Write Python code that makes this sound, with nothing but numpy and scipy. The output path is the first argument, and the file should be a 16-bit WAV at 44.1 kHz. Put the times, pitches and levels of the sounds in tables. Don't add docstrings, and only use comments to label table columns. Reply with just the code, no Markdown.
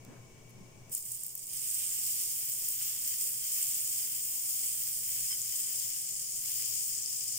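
import sys
import numpy as np
from scipy import signal
from scipy.fft import rfft, irfft, next_fast_len
from scipy.io import wavfile
from scipy.ndimage import uniform_filter1d, map_coordinates

SR = 44100
rng = np.random.default_rng(int(sys.argv[2]) if len(sys.argv) > 2 else 0)


def put_to_file(sound):
    columns = np.atleast_2d(sound).T
    safe = np.clip(columns, -1, 1)
    whole_steps = np.round(safe * 32767)
    wavfile.write(sys.argv[1], SR, whole_steps.astype(np.int16))


N = 325458
T = np.arange(N) / SR
TOP_HZ = 15800


def undb(db):
    return 10 ** (np.asarray(db) / 20)


def unit(x):
    return x / np.sqrt(np.mean(x ** 2))


def shape(x, gain):
    length = x.shape[-1]
    size = next_fast_len(length + 4096, True)
    hz = np.maximum(np.fft.rfftfreq(size, 1 / SR), 1)
    return irfft(rfft(x, size) * gain(hz), size)[..., :length]


def colour(points, hz):
    f, db = np.transpose(points)
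    return undb(np.interp(np.log(hz), np.log(f), db))


def resonance(hz, centre_hz, width_hz):
    return 1 / (1 + 1j * (hz / centre_hz - centre_hz / hz) * centre_hz / width_hz)


def walk(knots_per_s):
    knots = rng.standard_normal(2048)
    return 1.067 * np.interp(T * knots_per_s, np.arange(len(knots)), knots)


def swell(at_s, sigma_s):
    return np.exp(-.5 * np.minimum(np.abs(T - at_s) / sigma_s, 10) ** 2)


def paths(x, lag, scatter_s, scatter_db, room_t60_s, room_db):
    t = np.arange(SR // 3) / SR
    tails = rng.standard_normal((2, 2, len(t)))
    near = tails[0] * np.exp(-t / scatter_s) * (t > .0002)
    far = tails[1] * undb(-60 * t / room_t60_s) * (t > .003)
    response = (undb(scatter_db) * unit(near) + undb(room_db) * unit(far)) / np.sqrt(len(t))
    response[0, lag] += 1
    response[1, 0] += 1
    response /= np.sqrt(np.sum(response ** 2) / 2)
    return signal.oaconvolve(x[None], response, axes=1)[:, :len(x)]


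def at_ports(hz):
    # f/Hz, level/dB
    left_outline = [(500, -59), (1150, -45), (1800, -29), (2150, -26.5), (3100, -19), (3950, -28),
                    (5100, -8), (6200, -11), (7150, 1.36), (8000, -4.5), (9100, -9), (10100, -8),
                    (10800, -10), (13900, -7), (14900, 2.5), (15450, -2), (15750, -10)]
    right_outline = [(500, -44), (1150, -32.5), (1800, -34.5), (2150, -27), (3150, -23), (3950, -29.5),
                     (5200, -15), (6200, -17), (7800, -7.5), (8450, 1.1), (9400, -7), (9950, -4),
                     (10700, -12.5), (14050, -11), (14900, -10), (15650, -15)]
    return np.array([colour(left_outline, hz), colour(right_outline, hz)]) * hz / np.hypot(hz, 400)


def bursts(rate_per_s, spread_db, largest_sigma=1.29):
    chance = rng.random(N)
    size = np.minimum(rng.standard_normal(N), largest_sigma)
    sign = rng.choice([-1, 1], N)
    hit = chance < rate_per_s / SR
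    return unit(hit * sign * undb(spread_db * size) / np.sqrt(rate_per_s))


def hob(fan_db=-64, vents_db=-72.0, whine_db=-77, whine_hz=2275, whine_jitter_hz=44,
        whine_drift_hz=14, wide_hz=450, waver_db=2.5):
    # f/Hz, density/dB per Hz
    fan_outline = [(15, 7), (30, -12.5), (85, -5), (125, 3.5), (270, -9.5), (420, -9.5), (560, -12.5),
                   (1000, -17.5), (1400, -25.5), (2800, -22), (4000, -31.5), (9000, -28), (16000, -49)]
    # f/Hz, density/dB per Hz
    vent_outline = [(1000, -26), (3900, -16), (5200, -2.5), (6200, 1), (7400, -1.5), (8400, -4),
                    (9600, -9.5), (12000, -15), (14000, -12), (14950, -3), (15700, -15)]
    # f/Hz, level/dB
    tone_table = [(119.7, -68.5), (231, -82.5), (324, -105), (371.6, -80), (434, -85.5), (495.3, -90),
                  (650.2, -86.5), (850, -99), (1061, -87), (8320, -99), (9030, -99)]
    mid = shape(rng.standard_normal(N), lambda hz: colour(fan_outline, hz))
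    side = shape(rng.standard_normal(N),
                 lambda hz: colour(fan_outline, hz) * (hz + 50) / np.hypot(hz + 50, wide_hz))
    fan = unit(mid + side * np.array([[1], [-1]])) * undb(0.14 * walk(2.9))
    vents = unit(shape(rng.standard_normal((2, N)), lambda hz: colour(vent_outline, hz)))
    jitter_hz = whine_jitter_hz * np.array([walk(200), walk(200)])
    whistle_hz = whine_hz + whine_drift_hz * walk(4.6) + jitter_hz
    whine = unit(np.sin(2 * np.pi * np.cumsum(whistle_hz, axis=1) / SR))
    tones = 0
    for hz, db in tone_table:
        phase = 2 * np.pi * np.cumsum(hz + 2.73 * walk(16)) / SR
        tones = tones + np.sqrt(2) * undb(db + waver_db * walk(17)) * np.sin(phase)
    bed = undb(fan_db) * fan + undb(vents_db) * vents + tones
    return bed * undb([[1.5], [-1.5]]) + undb(whine_db) * whine


def handling():
    # t/s, sigma/s, centre/Hz, width before squaring/Hz, level/dB
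    contact_table = [(0.05, .0016, 8100, 9000, -59), (0.102, 0.034, 205, 170, -59.5),
                     (0.122, 0.057, 504, 503, -68), (0.133, 0.051, 1610, 1200, -72.5),
                     (0.38, 0.023, 1900, 2000, -78), (0.496, 0.0015, 12000, 9000, -67),
                     (0.507, 0.003, 9500, 9000, -68), (0.613, 0.047, 200, 100, -64.5),
                     (3.583, 0.023, 696, 400, -67), (4.47, 0.18, 753, 110, -73),
                     (5.758, 0.017, 640, 110, -64)]
    out = 0
    for at_s, sigma_s, centre_hz, width_hz, db in contact_table:
        noise = rng.standard_normal(N) + 1.14 * rng.standard_normal((2, N))
        puff = unit(shape(noise, lambda hz: resonance(hz, centre_hz, width_hz) ** 2))
        out = out + undb(db) * swell(at_s, sigma_s) * puff
    return out


def boil(at_s, length_s, attack_s=0.015, release_s=0.028):
    rise = (1 - np.exp(-np.clip(T - at_s, 0, length_s) / attack_s)) ** 2
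    return rise * np.exp(-np.maximum(T - at_s - length_s, 0) / release_s)


def boiling():
    # t/s, length/s, level/dB
    touch_table = [(0.887, 0.03, -57), (0.909, 0.02, -38), (0.925, 0.046, -36.5), (1.031, 0.14, -41.5),
                   (1.17, 0.14, -45.5), (1.344, 0.11, -44.5)]
    # t at height/s, sigma/s, level/dB, coarse bubbles re level/dB, finest spray re level/dB
    wipe_table = [(1.642, 0.022, -41, -15.5, -10), (1.857, 0.11, -38.5, -15.5, -4),
                  (2.166, 0.13, -36.8, -22, -5), (2.864, 0.11, -39.5, -15, -1.5),
                  (3.09, .051, -35.5, -22.5, -2.5), (3.233, 0.06, -34.5, -23, -3.6),
                  (3.622, .11, -33.5, -19, -3), (3.753, .083, -39, -19, -4.2),
                  (4.024, 0.16, -35.5, -19, -3), (4.69, 0.2, -35.5, -20, -4), (5.214, .16, -35, -22.5, -4),
                  (5.56, 0.1, -37, -19, -3.5), (5.773, 0.13, -37.5, -18.5, -5),
                  (5.984, 0.076, -42.5, -32, -1.5), (6.527, 0.13, -36.5, -18.5, -3),
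                  (6.742, 0.2, -37, -21, -4), (7.263, 0.21, -38.5, -22, -6)]
    melt_s, melt_db = .92, -45.5
    film_s, film_build_s, film_db, film_drying_db_per_s = 1.445, 0.1, -34.5, 0.67
    knob_shares_db = (-23.5, -12, -3.5)
    wipe_foam_db = -11.5
    film_coarse_db, film_foam_db, film_spray_db = -21, -10.5, -3.5
    spray_fade_s, spray_fade_db_per_s, foam_growth_db_per_s = 4.84, 3.5, 2.5

    parts = [(undb(db) * boil(at_s, length_s), *knob_shares_db) for at_s, length_s, db in touch_table]
    parts.append((undb(melt_db) * boil(melt_s, np.inf), *knob_shares_db))
    for at_s, sigma_s, db, coarse_db, spray_db in wipe_table:
        parts.append((undb(db) * swell(at_s, sigma_s), coarse_db, wipe_foam_db, spray_db))
    film_age_s = np.maximum(T - film_s, 0)
    drying_s = np.maximum(T - spray_fade_s, 0)
    film = undb(film_db - film_drying_db_per_s * film_age_s) * (1 - np.exp(-film_age_s / film_build_s))
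    parts.append((film, film_coarse_db, film_foam_db + foam_growth_db_per_s * drying_s,
                  film_spray_db - spray_fade_db_per_s * drying_s))
    power = 0
    for gain, *shares_db in parts:
        power = power + np.array([gain] + [gain * undb(db) for db in shares_db]) ** 2
    level_db, *classes_db = 10 * np.log10(power + 1e-14)
    return level_db, *(db - level_db for db in classes_db)


def sizzle(count=16, full_rate_per_s=380, full_db=-35, spread_db=6.0, spread_db_per_octave=0.5,
           flurry_db=2.5, flurry_per_s=160, ring_width_hz=2000, sputter_db=1.08, sputter_per_s=220,
           drift_db=1.5, drift_per_s=14, wander=0.006, wander_per_s=5):
    # t/s, left - right/dB
    balance_table = [(0.93, -3.5), (1.1, -6.5), (2.4, -4.5), (3.75, -4.5), (4.25, -2.5), (4.9, -4),
                     (5.75, -0.5), (6.15, -1.5), (7.2, -0.5)]
    level_db, coarse_db, foam_db, spray_db = boiling()
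    pan_db = np.interp(T, *np.transpose(balance_table))
    vigour = undb(np.clip(level_db - full_db, -15, 0))
    sputter = undb(sputter_db * walk(sputter_per_s) / np.sqrt(vigour))
    pitches_hz = np.linspace(1000, 16000, count)
    crackle = 0
    for pitch_hz in pitches_hz:
        octaves = np.log2(pitch_hz / pitches_hz.mean())
        pops = bursts(full_rate_per_s * vigour, spread_db + spread_db_per_octave * octaves)
        flurries = undb(flurry_db * walk(flurry_per_s) + drift_db * walk(drift_per_s))
        pops = pops * sputter * flurries
        rings = signal.lfilter(*signal.iirpeak(pitch_hz, pitch_hz / ring_width_hz, fs=SR), pops)
        lag = rng.integers(8)
        crackle = crackle + paths(rings, lag, scatter_s=0.0022, scatter_db=-2.5, room_t60_s=0.35, room_db=3)
    place = np.cumsum(1 + wander * walk(wander_per_s))
    crackle = np.array([map_coordinates(port, [place], order=4, mode="mirror") for port in crackle])
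    crackle = crackle * undb(np.array([pan_db, -pan_db]) / 2)

    def band(lo_hz, hi_hz, steepness=28):
        def gain(hz):
            edges = (1 + (lo_hz / hz) ** steepness) * (1 + (hz / hi_hz) ** steepness)
            return at_ports(hz) * (hz < TOP_HZ) / edges
        return unit(shape(crackle, gain))

    coarse_top_hz, foam_top_hz, spray_bottom_hz = 4100, 6800, 10800
    coarse = undb(coarse_db) * band(0, coarse_top_hz)
    foam = undb(foam_db) * band(coarse_top_hz, foam_top_hz)
    body_power = np.clip(1 - undb(spray_db) ** 2 - undb(foam_db) ** 2, .1, 1)
    body = np.sqrt(body_power) * band(foam_top_hz, spray_bottom_hz)
    spray = undb(spray_db) * band(spray_bottom_hz, SR)
    return (coarse + foam + body + spray) * undb(level_db)


def spits(count=5, after_db=-5):
    # t/s, peak level/dB, pitch/Hz, width/Hz, sputter length/s
    spit_table = [(0.896, -49, 7500, 4000, .004), (0.93, -28.5, 8200, 4000, .012),
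                  (0.9497, -14.5, 11000, 8000, 0.0022), (1.026, -24.5, 8600, 5000, .009),
                  (1.053, -26, 8500, 6000, .01), (1.1185, -17, 9100, 6000, 0.0065),
                  (1.147, -27, 8400, 4000, 0.0082), (1.235, -20, 8700, 5000, 0.0046),
                  (1.2647, -23, 12500, 8000, .001), (1.282, -28, 11000, 6000, 0.00079),
                  (1.3525, -20, 12000, 7000, 0.0033), (1.3773, -22.5, 8640, 4000, 0.0054),
                  (1.469, -26, 8500, 3000, 0.0059), (1.5169, -27, 8500, 1200, 0.00091),
                  (1.702, -21, 7600, 2000, .001), (1.745, -18, 8950, 3000, .008),
                  (2.5376, -20, 10000, 4000, 0.00085), (2.6872, -15, 9500, 4000, .001),
                  (2.824, -21, 8650, 2000, 0.0062), (3.548, -30, 7300, 1200, 0.0018),
                  (3.628, -19, 8400, 1200, 0.0022), (3.745, -17, 8900, 2500, .01),
                  (3.875, -23, 8500, 2500, .002), (4.5087, -23, 9000, 2000, 0.0011),
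                  (5.4173, -19.5, 6700, 900, .002), (5.798, -19, 5930, 1500, .002),
                  (6.98, -22, 7660, 1500, 0.00094), (7.06, -21, 5500, 683, .003)]
    out = np.zeros((2, N + SR))
    size, lead = SR // 8, 64
    for at_s, db, pitch_hz, width_hz, length_s in spit_table:
        pops = signal.unit_impulse(size, lead)
        later = lead + 1 + (rng.random(count) * length_s * SR).astype(int)
        pops[later] += undb(after_db) * (2 * rng.random(count) - 1)
        tick = paths(pops, 1, scatter_s=0.0015, scatter_db=0.5, room_t60_s=0.24, room_db=-10)

        def gain(hz):
            ring = resonance(hz, pitch_hz, width_hz) * hz / np.hypot(hz, pitch_hz)
            return at_ports(hz) * ring * (hz < TOP_HZ)
        tick = shape(tick, gain)
        start = int(at_s * SR) - lead
        out[:, start:start + size] += undb(db) * tick / np.abs(tick).max()
    return out[:, :N]


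def blade(rub_db=-69, grip_db=1.5, slip_rate_per_s=2500, slip_spread_db=4, cushion_hz=3600):
    # f/Hz, width/Hz, level/dB
    mode_table = [(1150, 46, -18.5), (1620, 70, -20), (2120, 140, -14.5), (2320, 140, -10.5),
                  (3122, 39, 5.5), (5154, 30, 15.5), (6600, 100, -12), (7000, 110, -16)]
    # t/s, sigma/s, level/dB, share of bare metal/0-1
    scrape_table = [(1.56, .025, -63, 0.1), (3.087, 0.033, -56, .05), (3.452, 0.021, -56.5, .05),
                    (3.533, 0.026, -59, .05), (4.026, 0.055, -61, .1), (5.133, 0.047, -61, .05),
                    (5.323, 0.016, -36.5, 0.94), (5.46, .02, -61, .05), (5.536, 0.017, -53, .05),
                    (5.693, 0.031, -57, 0.2)]
    buttered = undb(rub_db + grip_db * walk(5.5)) * np.interp(T, [1.4, 1.65], [0, 1])
    bare = 0
    for at_s, sigma_s, db, metal in scrape_table:
        force = undb(db) * swell(at_s, sigma_s)
        bare = bare + metal * force
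        buttered = buttered + (1 - metal) * force
    slips = np.array([bursts(slip_rate_per_s, slip_spread_db) for _ in range(2)])
    ring = shape(slips, lambda hz: sum(undb(db) * resonance(hz, f, w) for f, w, db in mode_table))
    muted = shape(ring, lambda hz: 1 / (1 + (hz / cushion_hz) ** 6))
    return (unit(ring) * bare + unit(muted) * buttered) * undb([[2], [-3]])


def scene():
    return hob() + handling() + sizzle() + spits() + blade()


def record(dry, boost_db=8, knee_db=-43, release_db_per_s=.5):
    power = uniform_filter1d(np.mean(dry ** 2, axis=0), SR // 100)
    heard_db = 10 * np.log10(np.maximum(power, 1e-12))
    recovery_db = release_db_per_s * T
    held_db = np.maximum.accumulate(heard_db + recovery_db) - recovery_db
    gain = undb(np.clip(knee_db + boost_db - held_db, 0, boost_db))
    return signal.sosfilt(signal.ellip(12, .1, 70, TOP_HZ, fs=SR, output="sos"), dry * gain)


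dry = scene()
out = record(dry)
put_to_file(out)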